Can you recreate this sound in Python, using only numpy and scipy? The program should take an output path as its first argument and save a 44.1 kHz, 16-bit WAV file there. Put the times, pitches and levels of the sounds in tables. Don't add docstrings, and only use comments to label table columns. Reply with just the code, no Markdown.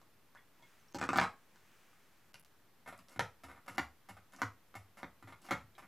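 import sys
import numpy as np
from scipy import signal
from scipy.fft import rfft, irfft
from scipy.io import wavfile
from scipy.ndimage import uniform_filter1d

SR = 44100
rng = np.random.default_rng(int(sys.argv[2]) if len(sys.argv) > 2 else 0)


def to_wav(s):
    ch = np.atleast_2d(s).T
    pcm = np.round(np.clip(ch, -1, 1) * 32767)
    wavfile.write(sys.argv[1], SR, pcm.astype(np.int16))


def undo_db(level):
    steps = np.asarray(level, float) / 20
    return 10 ** steps


N = 258988

# frequency in Hz, level in dB, 60 dB decay in seconds.
CASE_MODES = [(716, -34, 0.51), (760, 18, 0.87), (1300, 5.5, 0.22), (1290, -25, 0.098),
              (1592, -31.5, 0.048), (1622, -48.5, 0.41), (1836, -1, 0.44), (2055, 27.5, 0.074),
              (2120, -39, 0.3), (2640, -11, 0.043), (2860, -18, 0.61), (3230, -2, 0.17), (3580, 13, 0.028),
              (3770, -41.5, 0.48)]
# frequency in Hz, level in dB per Hz.
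PLASTIC_CRACK = [(1470, -2), (2500, -8.5), (2850, -5.5), (3460, -8), (4170, -5.5), (6150, -5), (7830, -10),
                 (9290, -19), (11500, -13), (14000, -37), (16000, -65)]
CASE_RING = dict(shorten=.075, ring_db=-8)


def colour(x, points):
    hz, db = np.transpose(points)
    grid = np.fft.rfftfreq(4096, 1 / SR)
    log_gain = np.interp(np.log(grid + 1), np.log(hz), db) * np.log(10) / 20
    cepstrum = irfft(log_gain)
    cepstrum[1:2048] *= 2
    cepstrum[2049:] = 0
    response = irfft(np.exp(rfft(cepstrum)))
    return signal.fftconvolve(x, response)[:len(x)]


def level(x, db):
    return x * undo_db(db) / np.sqrt(np.mean(x ** 2))


def peak(x, db):
    return x * undo_db(db) / np.sqrt(uniform_filter1d(x ** 2, size=176).max())


def add(out, s, x):
    i = int(s * SR)
    out[i:i + len(x)] += x[:N - i]


def microphone_hiss():
    # frequency in Hz, level in dB per Hz.
    hiss_colour = [(15, -47), (26, -0.5), (54, -20), (85, -6), (180, -5.5), (414, -10), (572, -12.5),
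                   (1030, -12), (1150, -12.5), (1670, -14.5), (2310, -17.5), (10100, -29.5), (14800, -28),
                   (16000, -49.5)]
    # frequency in Hz, side minus mid in dB.
    hiss_width = [(60, -1), (110, -19), (200, -14), (380, -10.5), (700, -9.5), (1290, -13.5), (2380, -8),
                  (4400, -5), (8120, -2), (15000, -6)]
    mid = colour(rng.standard_normal(N), hiss_colour)
    side = colour(colour(rng.standard_normal(N), hiss_colour), hiss_width)
    return (mid + side * np.array([[1], [-1]])) * undo_db(-71) / np.std(mid)


def room(x):
    # frequency in Hz, 60 dB decay in seconds.
    room_decay = [(100, 0.22), (300, 0.23), (1200, 0.24), (4000, 0.22), (12000, 0.22)]
    start_s = 0.00043
    t = np.arange(SR // 2) / SR
    hz, t60 = np.transpose(room_decay)
    tail = 0
    for centre in 60 * 2 ** np.arange(0, 8, .5):
        edges = [centre / 2 ** .25, centre * 2 ** .25]
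        band = signal.butter(2, edges, "bandpass", fs=SR, output="sos")
        fade = np.exp(-np.log(1000) * t / np.interp(np.log(centre), np.log(hz), t60))
        tail = tail + signal.sosfilt(band, rng.standard_normal(len(t))) * fade
    tail = tail * (1 - np.exp(-(t / start_s) ** 2))
    return signal.fftconvolve(x, tail / np.sqrt(np.sum(tail ** 2)))[:N]


def early_echoes(near):
    # delay in seconds, level in dB.
    bounces = [
        (.0012, -16.5),
        (.0044, -13.5),
        (.009, -6),
        (.0132, -0.5),
        (.02, -10),
    ]
    dull = colour(near, [(2500, -3.5), (6000, -13.5), (14000, -8)])
    out = np.zeros(N)
    for k, (s, db) in enumerate(bounces):
        out += undo_db(db) * np.roll(dull, int(s * SR)) * (-1) ** k
    return out


def rustle():
    # start, fullest moment and end in seconds, level in dB.
    reaches = [
        (0.52, 0.703, 1.05, -71),
        (1.298, 1.761, 2.45, -71),
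    ]
    # frequency in Hz, level in dB.
    cloth_colour = [(300, -31), (800, -8), (1400, -2.5), (2400, -4), (4000, -14), (7000, -12.5),
                    (12000, -26)]
    edge_db = -11
    t = np.arange(N) / SR
    gain = 0
    for start_s, full_s, end_s, db in reaches:
        swell_db = np.interp(t, [start_s, full_s, end_s], [edge_db, 0, edge_db], -60, -60)
        gain = gain + undo_db(db + swell_db)
    flutter = level(uniform_filter1d(rng.standard_normal(N), size=1500), 0)
    cloth = level(colour(rng.standard_normal(N), cloth_colour), 0)
    return uniform_filter1d(gain, size=2000) * undo_db(0.53 * flutter) * cloth


def ring(x, modes, shorten, scatter_db):
    t = np.arange(len(x)) / SR
    hz, db, t60 = np.transpose(modes)[:, :, None]
    gain_chance, pitch_chance = rng.standard_normal((2, len(modes), 1))
    fade = np.exp(-np.log(1000) * t / (shorten * np.clip(t60, .02, .3)))
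    tone = np.sin(2 * np.pi * hz * (1 + 0.031 * pitch_chance) * t)
    bank = undo_db(db + scatter_db * gain_chance) * fade * tone
    return signal.fftconvolve(x, bank.sum(0))[:len(x)]


def chatter(time_s, swell, first, spread_db):
    t = np.arange(SR // 4) / SR / max(time_s, .001)
    slips = rng.standard_normal(len(t)) * undo_db(spread_db * rng.exponential(size=len(t)))
    force = level(slips, 0) * t ** swell * np.exp(-t)
    force[:5] += first * np.hanning(5) * rng.choice([-1, 1])
    return force


def fingers():
    # start in seconds, peak level in dB, ring in Hz, crack in dB relative to the peak.
    creaks = [(0.016, -56.5, 1084, 3), (0.350, -50, 1190, -2.5), (0.356, -47, 1510, -34),
              (0.373, -50.5, 1880, -36), (0.597, -58.5, 820, -16), (0.625, -57, 866, 3),
              (1.559, -62, 1510, 12), (1.931, -57.5, 1246, -21), (2.343, -47.5, 2465, -3),
              (2.364, -71, 2150, -6.5), (5.752, -55, 3395, -18)]
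    out = np.zeros(N)
    for s, db, hz, crack_db in creaks:
        force = chatter(.004, swell=0.043, first=13, spread_db=5.5)
        modes = [(hz, 0, .03), (1.12 * hz, -6, .02), (0.72 * hz, -8, .02)]
        creak = ring(force, modes, 1.0, scatter_db=4.5)
        add(out, s, peak(creak, db - 7.0) + peak(colour(force, PLASTIC_CRACK), db + crack_db - 13))
    return out


def snaps_and_squeaks():
    # start in seconds, peak level in dB, frequency in Hz.
    squeak_rows = [(.378, -68, 3400), (.625, -67, 3360), (.63, -67, 2160), (.799, -72, 6150),
                   (0.884, -67, 5570), (0.924, -63, 6350), (.947, -46.5, 822), (0.947, -73, 582),
                   (.987, -48, 860), (1.015, -44, 2440), (1.09, -41, 2560)]
    # start in seconds, peak level in dB, frequency in Hz.
    snap_rows = [(1.175, -41, 6550), (1.199, -45, 6000), (1.2135, -45.5, 5240), (1.232, -64, 4600),
                 (2.3443, -55, 1530), (2.341, -82.5, 656), (2.3425, -53.5, 4600), (2.344, -65, 10000),
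                 (2.397, -62.5, 10400), (2.4484, -63, 6870), (2.978, -64, 7600), (3.085, -61, 6100),
                 (3.095, -66, 7800), (4.323, -66, 5900), (4.363, -60, 5930), (5.419, -65.5, 7600),
                 (5.466, -59.5, 5430)]
    out = np.zeros(N)
    t = np.arange(SR // 6) / SR
    rows = [(s, db, hz, min(120 / hz, .2)) for s, db, hz in squeak_rows]
    rows += [(s, db, hz, 0.0016) for s, db, hz in snap_rows]
    for s, db, hz, t60 in rows:
        mode = np.exp(-np.log(1000) * t / t60) * np.sin(2 * np.pi * hz * t)
        add(out, s, peak(np.convolve(mode, rng.standard_normal(10))[:len(t)], db))
    return out


def contacts(events, modes, crack, swell, first, spread_db, shorten, ring_db,
             typical_db, table_db, boom_db, crack_db, dulling):
    # frequency in Hz, level in dB, 60 dB decay in seconds.
    table_modes = [(72.6, -3, 0.6), (79, -19, 0.1), (99.8, -6.5, 0.25), (109.5, -5, 0.093),
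                   (142.5, -0.5, 0.14)]
    # frequency in Hz, level in dB.
    wood_colour = [(60, -40.5), (110, -7.5), (190, -2), (270, 5), (400, -7.5), (600, -3.5), (1200, -37.5)]
    # frequency in Hz, level in dB.
    body_colour = [(200, -22.5), (400, -5), (800, 5), (1000, -1.5), (1300, 6), (1700, -5), (2300, -7),
                   (2900, -20), (4000, -14.5), (6000, -24), (10000, -64.5)]
    thump_share, crack_share = 0.62, 0.16
    out = np.zeros(N)
    t = np.arange(SR // 4) / SR
    for s, db, time_s, weight_db in events:
        force = chatter(time_s, swell, first, spread_db)
        clear = peak(ring(force, modes, shorten, scatter_db=3), ring_db)
        plastic = clear + peak(colour(force, body_colour), 0)
        boom = ring(np.abs(force), table_modes, 1.0, scatter_db=8.0) * (1 - np.exp(-(t / 0.012) ** 2))
        thump = peak(colour(force, wood_colour), db + table_db + thump_share * weight_db - 6.5)
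        thump = thump + peak(boom, db + boom_db + weight_db)
        edge_db = db + crack_db - dulling * (db - typical_db) + crack_share * weight_db
        edge = peak(colour(force, crack), edge_db - 2.5)
        add(out, s, peak(plastic, db - 6.5) + thump + edge)
    return out


def lid_clatter():
    # start in seconds, peak level in dB, chatter time in seconds, weight into the table in dB.
    lid_hits = [(.946, -40, 0.013, 33.5), (.986, -37.5, 0.016, 12), (1.014, -26, 0.0042, 11.5),
                (1.027, -26, 0.0026, -17), (1.039, -29.5, 0.0024, 9), (1.09, -21, 0.0034, 10.5),
                (1.108, -53.5, 0.006, 6), (1.132, -23.5, 0.007, -1), (1.159, -21.5, 0.019, 10),
                (1.173, -37, 0.0056, 7.5), (1.1855, -13.5, 0.004, -14), (1.199, -32, 0.016, -28.5),
                (1.214, -20, 0.0049, -4), (1.231, -26, 0.012, -26.5)]
    # frequency in Hz, level in dB, 60 dB decay in seconds.
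    lid_modes = [(510, -2, 0.34), (880, -5.5, 0.34), (1050, -22, 0.81), (1313, 4, 0.35), (1410, -17, 0.13),
                 (1620, 4, 0.29), (1750, -23, 0.35), (2090, -16, 0.076), (2270, -11.5, 0.24),
                 (2290, -6, 0.31), (2800, -51, 0.54), (3900, -14, 0.41)]
    # frequency in Hz, level in dB per Hz.
    lid_crack = [(1470, -10), (2500, -4.5), (3230, -10.5), (3830, -17), (4210, -3), (7830, -10.5),
                 (9360, -22.5), (11000, -20), (12200, -45), (13600, -17), (16000, -49)]
    return contacts(lid_hits, lid_modes, lid_crack, swell=0.032, first=6.1, spread_db=3.5,
                    shorten=.1, ring_db=-6,
                    typical_db=-32, table_db=-15, boom_db=-40.5, crack_db=-13.5, dulling=0.57)


def case_knocks():
    # start in seconds, peak level in dB, chatter time in seconds, weight into the table in dB.
    knock_rows = [
        (3.194, -20.5, 0.0025, -2),
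        (3.781, -23, 0.0035, 1.5),
        (4.418, -22, 0.0029, -1.5),
        (4.742, -44.5, 0.003, 2),
        (5.031, -32.5, 0.0016, 4),
        (5.509, -25.5, 0.012, 6),
    ]
    return contacts(knock_rows, CASE_MODES, PLASTIC_CRACK, swell=0.015, first=2.98, spread_db=2.5,
                    **CASE_RING,
                    typical_db=-24, table_db=-9, boom_db=-27.5, crack_db=-15, dulling=-0.34)


def pad_dabs():
    # start in seconds, peak level in dB, chatter time in seconds, weight in dB.
    press_rows = [(2.876, -40.5, 0.01, -10), (3.436, -44, 0.008, 4), (3.681, -36.5, 0.0044, -11),
                  (3.748, -53.5, 0.023, 22), (4.088, -45.5, .0095, 3), (4.094, -46, 0.0035, -1.5),
                  (4.387, -49.5, 0.019, -8), (4.753, -39.5, 0.0057, 0.5), (4.972, -48.5, 0.017, 0),
                  (5.299, -59, 0.0091, 12), (5.781, -45, .0079, -5.5)]
    squeeze_rows = [(2.861, -46.5, 0.0068, -9), (2.926, -41.5, 0.0066, -8), (3.161, -43.5, 0.0039, 8.5),
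                    (3.485, -46, 0.021, 0), (3.561, -54.5, 0.013, -7), (4.168, -47.5, 0.0073, -10),
                    (5.226, -45.5, 0.0029, 1.5), (5.274, -46.5, 0.011, 0.5), (5.324, -43.5, 0.0041, -14),
                    (5.488, -39.5, 0.0044, -4), (5.608, -51, 0.0021, 5.5), (5.824, -51, 0.012, 0)]
    lift_rows = [
        (2.989, -52, 0.0043, 7),
        (3.085, -57.5, 0.016, -9),
        (3.109, -58.5, 0.021, 2),
        (3.663, -53, 0.035, 14.5),
        (4.323, -60, 0.0099, -3),
        (4.335, -49.5, 0.0063, -0.5),
        (4.363, -59, .0025, 11),
        (5.416, -63, 0.034, 16),
        (5.444, -52, 0.019, 6),
    ]
    # frequency in Hz, level in dB per Hz.
    ink_crackle = [(1470, -18.5), (2500, -11), (2700, 3.5), (3280, -6.5), (5310, -2), (5970, -7.5),
                   (7590, -8), (8940, -15.5), (10900, -9.5), (14100, -19.5), (16000, -58)]
    press = dict(typical_db=-45, table_db=-11.5, boom_db=-13.5, crack_db=-13, dulling=0.033)
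    squeeze = dict(typical_db=-46, table_db=-9.5, boom_db=-17.5, crack_db=-18.5, dulling=.1)
    lift = dict(typical_db=-62.5, table_db=-9, boom_db=-29, crack_db=-6.5, dulling=0.35)
    out = np.zeros(N)
    for rows, blow in [(press_rows, press), (squeeze_rows, squeeze), (lift_rows, lift)]:
        out += contacts(rows, CASE_MODES, ink_crackle, swell=0.44, first=2.29, spread_db=3.0,
                        **CASE_RING, **blow)
    return out


def scene():
    near = lid_clatter() + case_knocks() + pad_dabs() + fingers() + snaps_and_squeaks()
    mid = near + early_echoes(near) + undo_db(-3) * room(near) + rustle()
    side_colour = [(500, -75.0), (2000, -14.0), (5000, -1.5), (12000, 5.0)]
    side = undo_db(-22) * room(colour(near, side_colour))
    return np.array([mid + side, mid - side])


def mute_before_attacks(x):
    # centre in seconds, muted above this frequency in Hz.
    mutes = [
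        (.934, 700),
        (.98, 3000),
        (1.004, 3500),
        (1.076, 4500),
        (2.328, 700),
        (2.4215, 250),
        (2.4435, 250),
        (3.187, 1500),
        (3.674, 3000),
        (3.768, 3000),
    ]
    mute_s, mute_db = .0075, -30
    n = int(mute_s * SR)
    for s, above_hz in mutes:
        a = int((s - mute_s / 2) * SR)
        treble = signal.butter(4, above_hz, "highpass", fs=SR, output="sos")
        upper = signal.sosfiltfilt(treble, x[:, a - n:a + 2 * n])
        x[:, a:a + n] -= (1 - undo_db(mute_db)) * upper[:, n:2 * n] * signal.windows.tukey(n, .3)
    return x


def masked(x):
    mask_hz, mask_db = 8300, -44
    hz, _, z = signal.stft(x, SR, nperseg=1024)
    power = np.mean(np.abs(z) ** 2, axis=0)
    bands = np.repeat(power[:512].reshape(32, 16, -1).sum(1), 16, axis=0)
    uneven = undo_db(8.0 * rng.standard_normal((32, power.shape[1])))
    bands *= np.repeat(uneven, 16, axis=0)
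    weak = (bands < undo_db(2 * mask_db) * power.sum(0)) & (hz[:512, None] > mask_hz)
    z[:, :512] *= np.where(weak, .05, 1)
    return signal.istft(z, SR, nperseg=1024)[1][:, :N]


def band_limit(x):
    return signal.sosfilt(signal.butter(12, 16470, fs=SR, output="sos"), x)


def record(dry):
    # frequency in Hz, level in dB.
    port_notch = [(7600, 0.5), (8500, 2), (9200, -0.5), (9900, 4.5), (10500, 4.5)]
    bass_cut = signal.butter(6, 62, "highpass", fs=SR, output="sos")
    x = signal.sosfilt(bass_cut, dry) + microphone_hiss()
    x = mute_before_attacks(x) - .0004
    x = masked(np.array([colour(channel, port_notch) for channel in x]))
    treble_cut = signal.ellip(8, .2, 60, 15900, fs=SR, output="sos")
    x = signal.sosfilt(treble_cut, x)
    return band_limit(x)


dry = scene()
out = record(dry)
to_wav(out)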